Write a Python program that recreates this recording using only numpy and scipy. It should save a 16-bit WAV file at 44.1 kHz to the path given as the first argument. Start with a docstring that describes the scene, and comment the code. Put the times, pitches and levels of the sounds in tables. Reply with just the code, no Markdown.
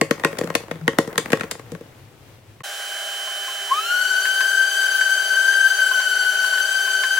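"""In a workshop, a ribbed vacuum hose is worked into a hole in a plastic box: it rubs and groans, and each rib
snaps past the edge, sending dispersive bending waves through the thin wall and ringing its modes.
After an abrupt change of scene a workshop vacuum sucks air through the box: coloured noise, motor tones, a whistle.
A router inside hums, then spins up to a high, fluttering stack of partials that sags a little under load,
while the box is nudged over the bench with dull ticks and short rings."""
import sys
import numpy as np
from scipy import signal
from scipy.fft import rfft, irfft, next_fast_len
from scipy.io import wavfile

SR = 44100
rng = np.random.default_rng(int(sys.argv[2]) if len(sys.argv) > 2 else 0)


def to_wav(sig):
    """Store sig (one row per channel, or 1-D mono) as 16-bit WAV at the path in sys.argv[1].

    Samples outside -1..1 are clipped; the rate is SR.
    """
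    pcm = np.clip(np.atleast_2d(sig), -1, 1) * 32767
    pcm = np.round(pcm).astype(np.int16)
    wavfile.write(sys.argv[1], SR, pcm.T)  # frames by channels


N = 317079
T = np.arange(N) / SR  # seconds
CHANGE_S = 2.634  # the fitting of the hose gives way to the machines


def undb(db):
    """Decibels to gain."""
    return 10 ** (np.asarray(db) / 20)


def unit(x):
    """Scale to an rms of one."""
    return x / np.sqrt(np.mean(np.abs(x) ** 2))


def curve(rows):
    """Rows of (seconds, value), joined by straight lines in time."""
    return np.interp(T, *np.transpose(rows))


def colour(points, hz):
    """Gain at the given frequencies of a spectrum drawn as (Hz, dB) points."""
    point_hz, db = np.transpose(points)
    return undb(np.interp(np.log(hz + 1), np.log(point_hz), db))


def pan(db):
    """Left and right gains for a level difference, left minus right."""
    return undb(np.array([[db], [-db]]) / 2)


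def noise(points, wide_hz, spread=1.0, size=N, ripple_db=0, ripple_hz=70):
    """Coloured stereo noise, alike on both sides in the bass and wider above wide_hz; crowded resonances ripple it."""
    padded = next_fast_len(size, True)
    hz = np.fft.rfftfreq(padded, 1 / SR)
    knots = rng.standard_normal(1024)
    bumpy = np.interp(hz / ripple_hz, np.arange(len(knots)), knots)
    ripple = undb(ripple_db * hz / (hz + 1500) * bumpy)  # stronger in the treble
    mid, side = rfft(rng.standard_normal((2, padded))) * colour(points, hz) * ripple
    mid = irfft(mid, padded)
    side = irfft(side * spread * hz / (hz + wide_hz), padded)
    return np.array([mid + side, mid - side])[:, :size] / np.std(mid)


def walk(rate):
    """Smooth random wandering with a spread near one, taking rate new values a second."""
    knots = rng.standard_normal(int(N / SR * rate) + 2)
    return 1.196 * np.interp(T * rate, np.arange(len(knots)), knots)


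def flutter(width_hz, slowest_hz=1, size=16384):
    """Random swings of strength and phase that give a tone skirts; width_hz sets how far they reach."""
    hz = np.abs(np.fft.fftfreq(size, T[-1] / size))
    skirt = np.exp(-hz / (2 * width_hz)) * hz / (hz + slowest_hz)
    chance = rng.standard_normal(size) + 1j * rng.standard_normal(size)
    swings = unit(np.fft.ifft(chance * skirt))
    return np.interp(T, np.linspace(0, T[-1], size), swings)


def turns(hz):
    """Running phase in radians of a pitch curve."""
    return 2 * np.pi * np.cumsum(hz) / SR


def fade(t, t60):
    """Exponential decay, 60 dB down after t60 seconds."""
    return np.exp(-np.log(1000) * t / t60)


def add(out, s, sound):
    """Mix a short sound in at time s."""
    start = max(int(s * SR), 0)
    out[:, start:start + sound.shape[1]] += sound[:, :N - start]


def scatter(start_s, end_s, count):
    """Rows of (time, two random values) for events strewn unevenly over a span."""
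    chance = rng.random((count, 3))
    times = start_s + (end_s - start_s) * (np.arange(count) + chance[:, 0]) / count
    return np.column_stack([times, np.sqrt(3) * (2 * chance[:, 1:] - 1)])


# How hard the hose rubs in the hole. Each row: time in seconds, level in dB.
RUB = [(0.0, -46.5), (0.43, -35), (0.56, -44), (0.8, -46), (0.97, -41), (1.35, -35), (1.55, -46),
       (2.0, -54.5), (2.4, -62)]
# Colour of the scrape. Each row: frequency in Hz, relative level in dB.
RUB_COLOUR = [(40, -16), (100, -6), (165, -3), (320, -0.5), (500, -2), (800, -6.5), (2000, -11.5),
              (4000, -37), (9000, -31.5), (15000, -27)]
# The wall groaning as a rib drags. Each row: start in seconds, length in seconds, pitch in Hz, peak level in dB.
GROANS = [(0.45, 0.096, 166.4, -31), (0.715, 0.074, 164.7, -34), (0.805, 0.079, 160.5, -25.5),
          (1.718, 0.052, 171, -29), (2.597, 0.026, 121, -38)]


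def rubbing(rub_db=-3, grain_db=3, slips_per_s=90, slip_db=-8, slip_t60=0.016):
    """The hose scrapes unevenly between snaps, slips in tiny ticks and now and then makes the wall groan."""
    pressure = undb(curve(RUB))
    scrape = noise(RUB_COLOUR, 830) * undb(rub_db + grain_db * walk(130))
    slips = (rng.random(N) < slips_per_s / SR) * rng.uniform(.2, 1.8, N)
    slips = signal.fftconvolve(slips, fade(T[:2048], slip_t60))[:N]
    tick_colour = [(200, -8), (500, 5), (1900, -1), (4000, -3), (9000, -16), (14000, -18)]  # Hz, dB
    ticks = noise(tick_colour, 900) * slips
    out = (scrape + undb(slip_db) * ticks) * pressure
    for s, length, hz, db in GROANS:
        t = np.arange(int(length * SR)) / SR
        groan = np.sin(np.pi * t / length) * np.sin(2 * np.pi * hz * t)
        add(out, s, undb(db) * groan[None])
    return out


# Colour of the hush behind the fitting. Each row: frequency in Hz, relative level in dB.
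QUIET_COLOUR = [(25, -27), (55, -13), (80, -16), (108, 0.5), (150, -10), (200, -20), (350, -17),
                (700, -23.5), (1200, -29), (2800, -30), (4500, -36), (9000, -41), (15000, -43)]


def quiet_room(quiet_db=-48.5):
    """A hush of bass-heavy noise whose level drifts slightly."""
    return noise(QUIET_COLOUR, 500) * undb(quiet_db + 1.5 * walk(14))


# Ribs snapping past the edge. Each row: start in seconds, relative level in dB, brightness in dB per octave,
# clack of the wall's middle range in dB.
SNAPS = [(0.012, -17, -0.5, 1), (0.109, -21, 0.5, 1.5), (0.236, -34, 0, 10), (0.247, -19, 0, 5.5),
         (0.386, -28, 1.8, -7.5), (0.411, -31.5, -0.5, -1), (0.441, -32.5, -1, -11), (0.501, -35.5, 0.5, 5),
         (0.551, -21.5, 2.5, 1.5), (0.711, -35.5, 0.5, 6.5), (0.878, -21, -.5, 7), (0.985, -17, -0.2, -1),
         (1.075, -33.5, -1, -8), (1.178, -21.5, 3, 0), (1.319, -35.5, 4.5, 2), (1.33, -20.5, -0.5, 6),
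         (1.408, -35, 1.5, 9.5), (1.433, -34, -2.5, 0), (1.511, -32, 5, -2.5), (1.718, -33, -1.5, -13),
         (1.749, -41.5, -1, -1), (1.809, -43, -3, -6.5), (2.604, -54, -0.5, 12)]
# Colour of one snap. Each row: frequency in Hz, relative level in dB.
SNAP_COLOUR = [(30, -24), (80, -16), (140, 2), (250, 10.5), (370, 6), (480, 11), (720, -2), (1100, -3.5),
               (1450, -4), (1900, -4.5), (2700, -6.5), (5000, -8), (9000, -10), (13500, -18), (15500, -23)]
# Balance of an ordinary snap. Each row: frequency in Hz, gain in dB.
SNAP_BODY = [(450, 4), (950, -0.5), (2200, 0), (5000, -5)]
# The range lifted by clack. Each row: frequency in Hz, gain in dB for each dB of clack.
CLACK_BAND = [(450, 0), (950, 1), (2200, 1), (5000, 0)]
# Modes of the box wall. Each row: frequency in Hz before detuning, relative level in dB, t60 in seconds.
WALL = [(158.8, -8, 0.22), (271, -10, 0.096), (321, -5, 0.11), (449.7, 2.5, 0.086), (544.3, -6, 0.21),
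        (1074, 10.5, 0.059), (1862, 17, 0.031)]


def snaps(size=16384, snap_db=34, crack=0.24, crackle_t60=0.017, crackle_growth=0.14, push_hz=2600,
          ring_db=-44, lag_s=0.01625, lag_hz=130, build_s=0.00052):
    """Each snap bends the wall; bending waves carry the treble first and the bass later, then the modes ring on."""
    out, t, hz = np.zeros((2, N)), np.arange(size) / SR, np.fft.rfftfreq(size, 1 / SR)
    delay = lag_s / (1 + hz / lag_hz)
    bending = colour(SNAP_COLOUR, hz) * np.exp(-2j * np.pi * np.cumsum(delay) * SR / size)
    push = np.exp(-2j * np.pi * hz * 0.00069) / (1 + (hz / push_hz) ** 2)  # the dull release of the rib
    octaves = np.log2(np.clip(hz, 450, 5000) / 1500)
    lead = size // 32  # samples kept free ahead of the snap
    for s, db, bright_db, clack_db in SNAPS + rattles():
        blow = crack * noise([(300, -6.5), (1200, 4.0), (4000, -3.0)], 1240, spread=1.23, size=size)
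        blow *= fade(t, crackle_t60 * np.exp(crackle_growth * bright_db))  # bright snaps crackle longer
        blow *= 1 - np.exp(-(t / build_s) ** 2)
        for f, mode_db, t60 in WALL:
            detune, strength = rng.standard_normal(2)  # the wall is stressed differently each time
            ring = np.cos(2 * np.pi * f * (1 + 0.017 * detune) * t) * fade(t, t60)
            blow += undb(ring_db + mode_db + 2 * strength) * ring
        weight = colour(SNAP_BODY, hz) * undb(db + bright_db * octaves) * colour(CLACK_BAND, hz) ** clack_db
        sound = np.roll(irfft((rfft(blow) + push) * bending * weight), lead, axis=1)
        add(out, s - lead / SR, undb(snap_db) * sound)
    return out


def rattles(count=32, until_s=1.6, level_db=-4, scatter_db=2.8, bright_db=0, clack_db=3):
    """Light snaps at random between the ribs, their strength following the rubbing that shakes them loose."""
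    rows = []
    for s, strength, hardness in scatter(.15, until_s, count=count):
        rub_db = np.interp(s, *np.transpose(RUB))
        rows.append((s, rub_db + level_db + scatter_db * strength, bright_db + hardness, clack_db))
    return rows


def room(x, wet_db=-9, t60=0.25, size=22050):
    """The workshop answers with a short, diffuse tail."""
    t = np.arange(size) / SR
    tail_colour = [(100, -9), (450, -2), (1200, -1.5), (3000, 4.5), (7000, 7.5), (14000, 0.5)]  # Hz, dB
    tail = noise(tail_colour, 740, spread=1.03, size=size)
    tail *= fade(t, t60) * (1 - np.exp(-t / 0.0036))
    tail /= np.sqrt(np.sum(tail ** 2) / 2)
    return x + undb(wet_db) * signal.fftconvolve(x.mean(0)[None], tail, axes=1)[:, :N]


# Colour of the air rushing through the box. Each row: frequency in Hz, relative level in dB.
SUCTION_COLOUR = [(40, -37), (170, -32.5), (290, -23.5), (420, -6.5), (500, -15), (620, 4), (880, -11),
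                  (1250, -4), (1600, 5.5), (1900, -4.5), (3000, -6.5), (5200, -9), (7300, -7.5),
                  (15500, -18)]
# Vacuum motor tones. Each row: multiple of the motor pitch, rms level in dB before wavering.
MOTOR = [(1, -45.5), (2, -43), (4, -46.5), (5, -50.5), (6, -58), (7, -52.5)]


def vacuum(air_db=-33, motor_hz=799.55, waver=0.087, whistle_hz=3057, creep_hz_per_s=2,
           whistle_db=-31, swell_db=8.5, swell_s=0.42, third_db=-50):
    """Rushing air, steady motor tones and a thin whistle that swells with the air flow and creeps upward."""
    out = noise(SUCTION_COLOUR, 1100, spread=0.56, ripple_db=-1.0) * undb(air_db + 0.16 * walk(25))
    for k, db in MOTOR:
        sides = 1 + waver * np.array([flutter(4.5), flutter(4.1)])
        out += np.sqrt(2) * undb(db) * np.real(sides * np.exp(2j * np.pi * k * motor_hz * T))
    since = T - CHANGE_S
    phase = turns(whistle_hz + creep_hz_per_s * since + 2.49 * walk(3) + 1.36 * walk(14))
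    swell = swell_db * np.clip(since / swell_s - 1, -1, 0)
    ports = np.array([[0], [1.25]])  # radians: the whistle reaches the two sides out of step
    whistle = undb(whistle_db + swell + 0.44 * walk(12)) * np.sin(phase + ports) * pan(-5)
    overtone = undb(third_db) * np.interp(T, [3.35, 3.6], [1, .45]) * np.sin(3 * phase)
    return out + np.sqrt(2) * (whistle + overtone)


# The box bumped while the machines run. Each row: start in seconds, level in dB,
# hardness as the tilt of the ring in dB per octave.
BUMPS = [(3.275, -35, -9), (3.48, -34.5, -17), (4.254, -26, 22), (4.406, -22, 14), (5.01, -27, 17),
         (5.53, -30, 21), (5.913, -36, -23), (6.0, -30, -2), (6.575, -31, 22), (6.875, -31, -2),
         (7.035, -22.5, 10)]
# Modes of the box on the bench. Each row: frequency in Hz, relative level in dB, t60 in seconds.
BOX = [(1053, -0.5, 0.11), (1270, -23, 0.036), (1690, 2.5, 0.082), (1830, -8, 0.072), (2140, -11, 0.026)]


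def bumps(size=8192, tick_db=-3, tick_t60=0.09, nudge_count=7, nudge_from_s=4.6, nudge_db=-32.5, nudge_hardness_db=7):
    """A dull tick and a brief ring of the box, too light to carry any bass."""
    out, t = np.zeros((2, N)), np.arange(size) / SR
    # lighter nudges come at random while the router is steered
    nudges = [(s, nudge_db + 2 * strength, nudge_hardness_db + 5 * hardness)
              for s, strength, hardness in scatter(nudge_from_s, T[-1], count=nudge_count)]
    tick_colour = [(250, 1), (700, -9), (2000, 4), (6000, -6), (15000, -22)]  # Hz, dB
    for s, db, hardness_db in BUMPS + nudges:
        tick = noise(tick_colour, 1500, size=size) * fade(t, tick_t60)
        ring = np.zeros(size)
        for hz, mode_db, t60 in BOX:
            gain = undb(mode_db + hardness_db * np.log2(hz / 1500))
            ring += gain * np.sin(2 * np.pi * hz * t + rng.uniform(0, 2 * np.pi)) * fade(t, t60)
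        onset = 1 - np.exp(-t / 0.00036)
        add(out, s, undb(db) * (ring + undb(tick_db) * tick) * onset)
    return signal.sosfilt(signal.butter(4, 450, "high", fs=SR, output="sos"), out)


START_S = 3.7  # the router starts to turn
# Running pitch of the router, sagging under load. Each row: time in seconds, pitch in Hz once spun up.
SPEED = [(4.17, 1520), (4.5, 1552), (4.72, 1556), (5.03, 1541), (5.13, 1548), (5.31, 1532), (5.48, 1566),
         (5.68, 1556), (5.83, 1532), (6.0, 1516), (6.27, 1501), (6.36, 1511), (6.59, 1512), (6.69, 1547),
         (6.97, 1530), (7.14, 1545)]
# Colour of the router's cooling air. Each row: frequency in Hz, relative level in dB.
COOLING_COLOUR = [(300, -14), (850, -30), (1080, 13), (1300, -15), (1750, 20), (2200, -21), (3500, 9),
                  (7000, 1.5), (11000, 5), (15500, 4)]


def router(start_share=0.645, spin_up_s=0.118, cooling_db=-39.5, hum_db=-50):
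    """It hums when switched on, then spins up; the cooling air grows with its speed."""
    # it starts at a share of its running pitch and closes the gap exponentially
    gap = (1 - start_share) * np.exp(-np.maximum(T - START_S, -.02) / spin_up_s)
    hz = curve(SPEED) * (1 - gap)
    speed = hz / hz.max()
    air = noise(COOLING_COLOUR, 800, spread=0.47, ripple_db=-3.0) * undb(cooling_db + 2.3 * walk(30))
    air = air * speed ** 4 * pan(2.5)
    hum = np.real((1 + 0.34 * flutter(1.92)) * np.exp(2j * np.pi * 399 * T))
    hum *= np.interp(T, [3.57, 3.6], [0, 1])
    turning = np.interp(T - START_S, [-.02, .01], [0, 1])
    return (whine(hz, speed) + air) * turning + undb(hum_db) * hum


# Whine of the router as it is moved about in the box. Each row: time in seconds, relative level in dB.
WHINE = [(3.95, -19.5), (4.39, -21), (4.66, -16), (4.69, -21.5), (5.13, -18.5), (5.29, -24), (5.31, -19),
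         (5.68, -15), (5.76, -23.5), (5.81, -17.5), (6.11, -21.5), (6.19, -19.5), (7.08, -22), (7.19, -20)]
# Resonances of the box that the rising pitch sweeps through. Each row: frequency in Hz, gain in dB.
BOX_GAIN = [(990, -15), (1075, 9), (1195, -8), (1265, 2), (1340, -15.5), (1435, 0), (1490, 0)]
# Partials of the whine. Each row: multiple of its pitch, relative level in dB at full speed,
# power of speed it grows with, skirt share, left minus right in dB.
PARTIALS = [(2, -33.5, 0.78, 0.98, 2.5), (3, -36, 1.4, 0.92, 3), (4, -35, 5.5, 0.67, 0.5),
            (5, -37, 2.4, 0.2, 4), (6, -49, 3.4, .3, 17), (7, -50.5, 3.3, 0.57, 10), (8, -51, 6, .5, 1)]


def whine(hz, speed, whine_db=-1, flutter_share=0.62, flutter_hz=20, partials_db=3, sizzle_db=-42.5, emerge=0.5):
    """The spinning router sings a stack of partials: each a narrow core in skirts of fluttering air."""
    phase = turns(hz)
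    settled = np.interp(T - START_S, [.05, .35], [.3, 1])
    swing = flutter_share * settled
    tone = (1 + swing * flutter(flutter_hz, slowest_hz=7.1)) / np.sqrt(1 + swing ** 2) * np.exp(1j * phase)
    loudness = undb(curve(WHINE) + whine_db) * colour(BOX_GAIN, hz)
    out = np.sqrt(2) * tone.real * loudness * pan(8.6) ** settled
    for k, db, power, skirt, pan_db in PARTIALS:
        core = 0.38 + 0.29 * flutter(10.6) + 0.48 * np.array([flutter(13.5), flutter(7.3)])
        sides = core + skirt * np.array([flutter(36), flutter(26)])
        partial = np.real(sides * np.exp(1j * k * phase))
        out += partial * undb(partials_db + db) * speed ** power * settled ** emerge * pan(pan_db)
    # up to speed, the 22nd partial lies above half the sample rate and folds down:
    # a thin sizzle that falls as the speed rises
    sizzle_sides = flutter(35) + np.array([flutter(35), flutter(35)])
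    sizzle = np.real(sizzle_sides * np.exp(22j * phase))
    return out + undb(sizzle_db) * sizzle * speed ** 2


def scene():
    """Fitting the hose in a quiet room, then the machines, with a few milliseconds of fade at the change."""
    fitting = (room(snaps() + rubbing()) + quiet_room()) * pan(3.1)
    machines = vacuum() + router() + bumps()
    fade_out = np.clip((CHANGE_S - .008 - T) / .006, 0, 1)
    fade_in = np.clip((T - CHANGE_S) / .006, 0, 1)
    return fitting * fade_out + machines * fade_in


def record(dry):
    """The microphone rounds the sharpest peaks and cuts the top above 15.9 kHz."""
    rounded = dry / (1 + dry ** 4) ** (1 / 4)
    return signal.sosfilt(signal.ellip(10, .1, 80, 15900, fs=SR, output="sos"), rounded)


dry = scene()
out = record(dry)
to_wav(out)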